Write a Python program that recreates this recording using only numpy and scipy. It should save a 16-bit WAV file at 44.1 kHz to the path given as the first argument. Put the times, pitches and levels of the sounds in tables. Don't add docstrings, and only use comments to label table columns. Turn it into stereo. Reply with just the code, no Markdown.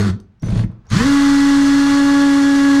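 import sys
import numpy as np
from scipy import signal
from scipy.fft import rfft, irfft, next_fast_len
from scipy.io import wavfile
from scipy.ndimage import map_coordinates

SR = 44100
rng = np.random.default_rng(int(sys.argv[2]) if len(sys.argv) > 2 else 0)


def invert_db(x):
    u = np.asarray(x, float) / 20
    return 10 ** u


def int16_out(signal):
    q = np.round(np.clip(np.atleast_2d(signal).T, -1, 1) * 32767)
    wavfile.write(sys.argv[1], SR, q.astype(np.int16))


N = 123479
T = np.arange(N) / SR


def unit(x):
    return x / np.sqrt(np.mean(x ** 2) + 1e-20)


def along(points, hz):
    f, v = np.transpose(points)
    return np.interp(np.log(hz + 1), np.log(f + 1), v)


def wobble(rate):
    coarse = T[::32]
    knots = rng.standard_normal(int(N * rate / SR) + 4)
    return np.interp(T, coarse, map_coordinates(knots, [coarse * rate]))


def filtered(x, response):
    m = next_fast_len(x.shape[-1] + SR // 4)
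    return irfft(rfft(x, m) * response(np.fft.rfftfreq(m, 1 / SR)), m)[..., :x.shape[-1]]


def coloured_noise(colour):
    return unit(filtered(rng.standard_normal(N), lambda f: invert_db(along(colour, f))))


def resonant(modes, f):
    return sum((-1) ** k * invert_db(db) * 1j * f * w / (c * c - f * f + 1j * f * w)
               for k, (c, w, db) in enumerate(modes))


def burst(events, t60, colour):
    gain = 0
    for s, db in events:
        attack = np.clip((T - s) / .0006, 0, 1)
        gain = gain + attack * invert_db(db - 60 * np.abs(T - s) / t60)
    return gain * coloured_noise(colour)


# (frequency [Hz], level [dB per Hz])
FLOOR = [(15, -35), (25, -6), (118, -5.5), (224, -19), (344, -34), (1630, -35.5), (6000, -53), (15000, -75)]


def quiet_floor():
    noise = rng.standard_normal(N) + 0.29 * rng.standard_normal((2, N))
    return invert_db(-52) * unit(filtered(noise, lambda f: invert_db(along(FLOOR, f))))


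SIDE = np.array([[.5], [-.5]])
# (frequency [Hz], left over right [dB])
LEFT_DB = [(40, 1.5), (290, 1.1), (640, .6), (1400, 1.1), (3100, 2.4), (6500, 1), (9000, -3.5),
           (15000, -4.5)]
# (frequency [Hz], lead [radians])
LEAD = [(0, 0.23), (1400, -0.32), (5500, -0.71), (15000, -0.42)]


def tilt(f):
    return invert_db(SIDE * along(LEFT_DB, f)) * np.exp(1j * SIDE * along(LEAD, f))


# (frequency [Hz], correlation [0..1])
ALIKE = [(400, 1), (700, .98), (1500, .92), (3000, .8), (6000, .55), (12000, .15)]


def spread(f):
    return np.arccos(np.clip(along(ALIKE, f), -1, 1)) / 2


def ports(x):
    length = SR // 8
    near = rng.standard_normal(length) * invert_db(-60 * T[:length] / 0.14)
    echo = signal.fftconvolve(x, near / np.linalg.norm(near))[:N]
    direct = filtered(x, lambda f: tilt(f) * np.cos(spread(f)))
    return direct + filtered(echo, lambda f: 2 * SIDE * tilt(f) * np.sin(spread(f)))


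# (frequency [Hz], t60 [s])
ROOM = [(100, 0.5), (500, 0.49), (1800, 0.25), (5000, 0.26), (12000, 0.027)]
# (frequency [Hz], level [dB])
WET = [(100, -17), (220, -19.5), (500, -14), (1800, -14), (5000, -13.5), (12000, -6.5)]


def room(x):
    hz, t, z = signal.stft(rng.standard_normal((2, SR // 2)), SR, nperseg=256)
    u = spread(hz)[:, None]
    common, apart = np.cos(u) * z[0], np.sin(u) * z[1]
    decay = invert_db(-60 * t / along(ROOM, hz)[:, None])
    tail = signal.istft(np.array([common + apart, common - apart]) * decay, SR, nperseg=256)[1]
    tail = filtered(tail / np.linalg.norm(tail[0]), lambda f: tilt(f) * invert_db(along(WET, f)))
    delayed = np.pad(x, (200, 0))
    return signal.fftconvolve(delayed[None], tail, axes=1)[:, :N]


# (time [s], level [dB])
RUSTLE = [(.7, -54.5), (.8, -62), (.848, -57), (.858, -52), (.87, -54), (.9, -56), (.91, -80)]


def rustle():
    noise = coloured_noise([(200, 1), (1200, 2), (2000, -10), (6000, -23), (15000, -62)])
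    return noise * invert_db(np.interp(T, *np.transpose(RUSTLE), -120, -120) + 2 * wobble(39))


# (time [s], peak level [dB])
CLICKS = [
    (0.2008, -34.5),
    (0.4228, -30),
    (0.7165, -51),
    (0.854, -55),
    (0.9015, -25),
]
# (time [s], peak level [dB])
CONTACTS = [
    (0.3975, -52),
    (.868, -50),
]


def trigger():
    clicks = burst([(s, db - 7) for s, db in CLICKS], 0.012,
                   [(1000, -7), (4000, 2), (9500, 0), (15000, -20)])
    return clicks + burst(CONTACTS, 0.013, [(3000, -20), (5200, 0), (6500, -2), (8500, -25)])


# (time [s], pitch [Hz], level [dB])
WHISTLE = [
    [(0, 6490, -38), (.03, 6490, -40), (.045, 6490, -60)],
    [(0, 4320, -48), (.09, 4320, -48), (.1, 4320, -65)],
    [(.399, 5500, -75), (.408, 5630, -61), (.42, 5750, -65), (.428, 6050, -51), (.5, 6080, -53),
     (.508, 6900, -56), (.53, 7010, -61), (.575, 7010, -59), (.59, 7010, -70)],
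    [(.868, 5600, -75), (.877, 5650, -62), (.886, 5850, -62), (.891, 6600, -49), (.9, 6500, -53),
     (.945, 6550, -44), (.96, 6550, -60)],
]


def controller():
    total = 0
    for rows in WHISTLE:
        s, hz, db = np.transpose(rows)
        turn = 2 * np.pi * np.cumsum(np.interp(T, s, hz)) / SR
        level = invert_db(np.interp(T, s, db, -120, -120) + 3 * wobble(100))
        total = total + np.sqrt(2) * level * np.sin(turn + .7 * wobble(150))
    return total


# (time [s], peak level [dB], ring [Hz])
TICKS = [(0.4422, -43, 9460), (0.4507, -40, 9090), (0.4609, -41, 9300), (0.4754, -42, 8600),
         (0.4854, -51, 8410), (0.4946, -40, 9250), (0.508, -32, 8550), (0.5164, -44, 9350),
         (0.533, -43, 9500), (0.5509, -30.5, 8520), (0.5784, -35, 9450), (0.5888, -33, 8990),
         (0.6218, -46, 9360), (0.6284, -46, 8600), (0.6404, -47, 9000)]


def brush_ticks():
    ticks_per_s, t60_s = 340, .005
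    sparse = (rng.random(N) < ticks_per_s / SR) * invert_db(4.1 * rng.standard_normal(N))
    faint = unit(filtered(sparse, lambda f: resonant([(8900, 820, 0)], f)))
    clear = 0
    for s, db, hz in TICKS:
        decay = invert_db(db - 60 * np.abs(T - s) / t60_s) * (T >= s)
        clear = clear + decay * np.sin(2 * np.pi * hz * (T - s))
    crawling = (T > SLOW[1][0] + .01) * (T < SLOW[-2][0])
    return clear + invert_db(-56.5) * faint * crawling


# (frequency [Hz], width [Hz], level [dB])
WALL = [(44, 16, -4), (92, 18, -3), (120, 14, 2), (180, 30, -2), (225, 40, -7), (335, 50, -16)]


def wall(f):
    return resonant(WALL, f) / (1 + 1j * f / 378) ** 2


def judder():
    start, settle_s = RUN[1][0] + .01, .17
    force = invert_db(-41 + 19 * np.exp(-np.abs(T - start) / settle_s)) * (T > start)
    slow = (T > SLOW[0][0]) * (T < SLOW[-1][0])
    force = force + invert_db(-21.5) * (slow + 0.22 * (T < FIRST[-3][0]))
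    noise = rng.standard_normal(N) * invert_db(0.56 * wobble(24.4))
    return filtered(force * noise, wall) / np.std(filtered(noise, wall))


# (time [s], clack level [dB], thud level [dB])
RATCHET = [(.4235, -50, -22), (0.431, -27, -19.5), (0.484, -27, -18), (0.523, -26, -15), (0.557, -25, -16),
           (0.592, -26.5, -16.5), (0.636, -24.5, -15), (0.689, -51, -25), (0.916, -21, -18),
           (.927, -20, -22), (.946, -20, -21), (.981, -21, -22), (.999, -17, -18), (1.041, -22, -22)]
# (frequency [Hz], level [dB])
CLACK = [(300, -7), (750, -1), (1400, 1.5), (2150, 2.5), (2600, -9), (5000, -28), (15000, -55)]
# (frequency [Hz], width [Hz], level [dB])
CLUTCH = [(700, 350, 0), (1450, 450, 0), (2050, 400, -1)]


def ratchet():
    blows, snaps = np.zeros(N), np.zeros(N)
    for s, clack_db, thud_db in RATCHET:
        snaps[round(s * SR)] = invert_db(clack_db + 19)
        blows[round(s * SR)] = invert_db(thud_db + 54.5)
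    snap = filtered(snaps, lambda f: resonant(CLUTCH, f) / (1 + 1j * f / 2800) ** 2)
    clack = burst([(s, db - 8) for s, db, _ in RATCHET], .045, CLACK)
    return filtered(blows, wall) + snap + clack


# (frequency [Hz], width [Hz], level [dB])
HOUSING = [(1130, 420, 2), (1510, 205, 3.5), (1966, 360, 5), (3490, 660, 3.5), (4317, 180, 7.5),
           (8430, 156, -19), (8660, 1250, 6)]


def gear_hiss(turn, speed, gears, gate):
    teeth = rng.standard_normal(N) * np.exp(gate * np.cos(turn + 0.59))
    teeth = teeth * invert_db(0.68 * wobble(60) + 0.18 * wobble(26))

    def body(f):
        peaks = sum(db / (1 + (2 * (f - c) / w) ** 2) for c, w, db in HOUSING)
        return invert_db(along(gears, f) + peaks)

    hiss = filtered(teeth, body)
    hiss = hiss / np.std(filtered(hiss, lambda f: (f > 3000) & (f < 9000)))
    treble = filtered(hiss, lambda f: 1 / (1 + (7000 / (f + 1)) ** 6))
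    return hiss - (1 - speed ** 0.5) * treble


# (multiple of rotor speed, slope [dB per s])
DRIFT = [(.07, -7), (.5, -1.5), (1, -0.5), (2, 8), (3, 3.5), (5, 3), (6, 5), (7, -1), (12, 3)]


def motor(rows, orders, gears, gate, unsteady_db, base_db):
    wall_lag_s, strain_db, bite_speed, slip_rad = .033, 10, .82, 2.5
    s, hz, shake_db, gear_db, rocking_db = np.transpose(rows)
    on = np.interp(T, [s[0] - .004, s[0], s[-1], s[-1] + .004], [0, 1, 1, 0])
    flutter = 1 + .0012 * wobble(24.87)
    late = 2 * np.pi * np.cumsum(np.interp(T, s, hz) * flutter) / SR
    turn = 2 * np.pi * np.cumsum(np.interp(T + wall_lag_s, s, hz) * flutter) / SR
    speed = np.interp(T, s, hz) / max(hz)
    gear_db = np.interp(T, s, gear_db)
    load_db = base_db + gear_db
    blur = slip_rad * np.clip(8 * np.abs(speed - bite_speed), .2, 1) * np.sqrt(1 - speed) * wobble(70)
    upper_db = strain_db * np.exp(-((speed - bite_speed) / .03) ** 2)
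    upper_db = upper_db - 70 * np.clip(bite_speed - .04 - speed, 0, 1)
    k, slope = np.transpose(DRIFT)
    tones = 0
    for m, db in orders:
        if m > 2:
            level = load_db + upper_db
            if m == 3 and max(hz) > 200:
                level = level - 25 * np.sqrt(1 - speed)
        elif m > 1.6:
            level = load_db + np.interp(T, s, rocking_db)
        else:
            level = np.interp(T, s, shake_db)
        level = level + db + np.interp(m, k, slope) * (T - np.mean(s[[0, -1]]))
        level = level + unsteady_db * (1 + 5 * (1 - speed)) * np.log(m + .15) * np.tanh(wobble(22))
        phase = m * (turn if m > 2 else late) + 2.2 * m + np.pi / 2 * (m == 2)
        phase = phase + np.sqrt(m) * (m - 1) * blur / 4 + 0.17 * (m - 1) * wobble(30)
        tones = tones + invert_db(level) * np.sin(phase)
    return on * (np.sqrt(2) * tones + invert_db(gear_db) * gear_hiss(turn, speed, gears, gate))


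# (time [s], rotor speed [Hz], shake [dB], gear noise [dB], rocking [dB])
FIRST = [(0, 98, -13, -33, -2), (.034, 103, -13.5, -35, -1), (.075, 100, -18, -37, 7.5),
         (.106, 92, -14, -39, 3), (.122, 88, -19, -56, 12), (.15, 102, -20, -64, 18),
         (.166, 120, -34, -70, 20)]
# (multiple of rotor speed, level [dB])
FIRST_ORDERS = [(1, -2.5), (2, -6), (3, -27), (4, -24.5)]
# (frequency [Hz], level [dB per Hz])
GEARS_FIRST = [(190, -31), (330, 0), (580, -12), (628, -10.5), (881, -13.5), (1430, -8.5), (2350, -21),
               (4330, -19), (9000, -28), (15400, -48)]


def first_burst():
    return motor(FIRST, FIRST_ORDERS, GEARS_FIRST, gate=.25, unsteady_db=1.5, base_db=22)


# (time [s], rotor speed [Hz], shake [dB], gear noise [dB], rocking [dB])
SLOW = [(.418, 55.1, -70, -71, -6), (.43, 56.35, -44, -51.5, 2), (.52, 55.3, -41, -45, 2),
        (.585, 55.3, -45, -42, 2), (.62, 57.2, -42, -46, 9), (.645, 57.3, -46, -54, 8),
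        (.66, 50.3, -72, -82, 10)]
# (frequency [Hz], level [dB per Hz])
GEARS_SLOW = [(250, -25), (400, 1), (900, -8), (1700, -19.5), (3200, -18), (6800, -22), (10500, -52),
              (15400, -54)]


def slow_burst():
    return motor(SLOW, FIRST_ORDERS[:2], GEARS_SLOW, gate=.2, unsteady_db=3, base_db=24)


# (time [s], rotor speed [Hz], shake [dB], gear noise [dB], rocking [dB])
RUN = [(.887, 80, -45, -66, 0), (.905, 93.3, -38, -41.5, 10), (.922, 100.3, -16.5, -30, 24),
       (.938, 114.7, -9, -25.5, 13.5), (.952, 147.3, -19, -26.5, 17), (.968, 181.3, -8, -27.5, 14.5),
       (.99, 213.3, -28, -27, 8), (1.006, 229.5, -14.5, -29, 17), (1.035, 249.5, -18.5, -28, 13.5),
       (1.064, 277.8, -13, -27.5, 5), (1.1, 281, -12, -28.5, 1), (1.75, 279.6, -11, -30, -2.5),
       (1.9, 281.4, -12.5, -29.5, 1.5), (2.2, 281.1, -11.5, -30, 3), (2.55, 279.1, -11, -31, 1),
       (2.8, 279, -9.5, -31, -0.5)]
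# (multiple of rotor speed, level [dB])
RUN_ORDERS = [(1, 0), (2, -25), (3, -21), (4, -22), (5, -25), (6, -21.5), (7, -25), (8, -34), (10, -32),
              (12, -33)]
# (multiple of rotor speed, level [dB])
GEARBOX = [(.072, -28.5), (.146, -57), (.432, -30.5), (.5, -33), (0.857, -28), (1.142, -36), (1.497, -37)]
# (frequency [Hz], level [dB per Hz])
GEARS_RUN = [(190, -9), (330, -9), (470, -13), (552, -8.5), (750, -15.5), (1120, -4.5), (2390, -13),
             (6170, -11), (15400, -37)]


def full_run():
    return motor(RUN, RUN_ORDERS + GEARBOX, GEARS_RUN, gate=.22, unsteady_db=1.5, base_db=18)


def scene():
    drill = first_burst() + slow_burst() + full_run()
    drill = drill + ratchet() + judder() + brush_ticks()
    drill = drill + controller() + trigger() + rustle()
    return ports(drill) + room(drill) + quiet_floor()


def top_cut(x):
    return signal.sosfilt(signal.butter(12, 15600, fs=SR, output="sos"), x)


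def record(dry):
    mix = filtered(dry, lambda f: f < 15750)
    return top_cut(mix)


dry = scene()
out = record(dry)
int16_out(out)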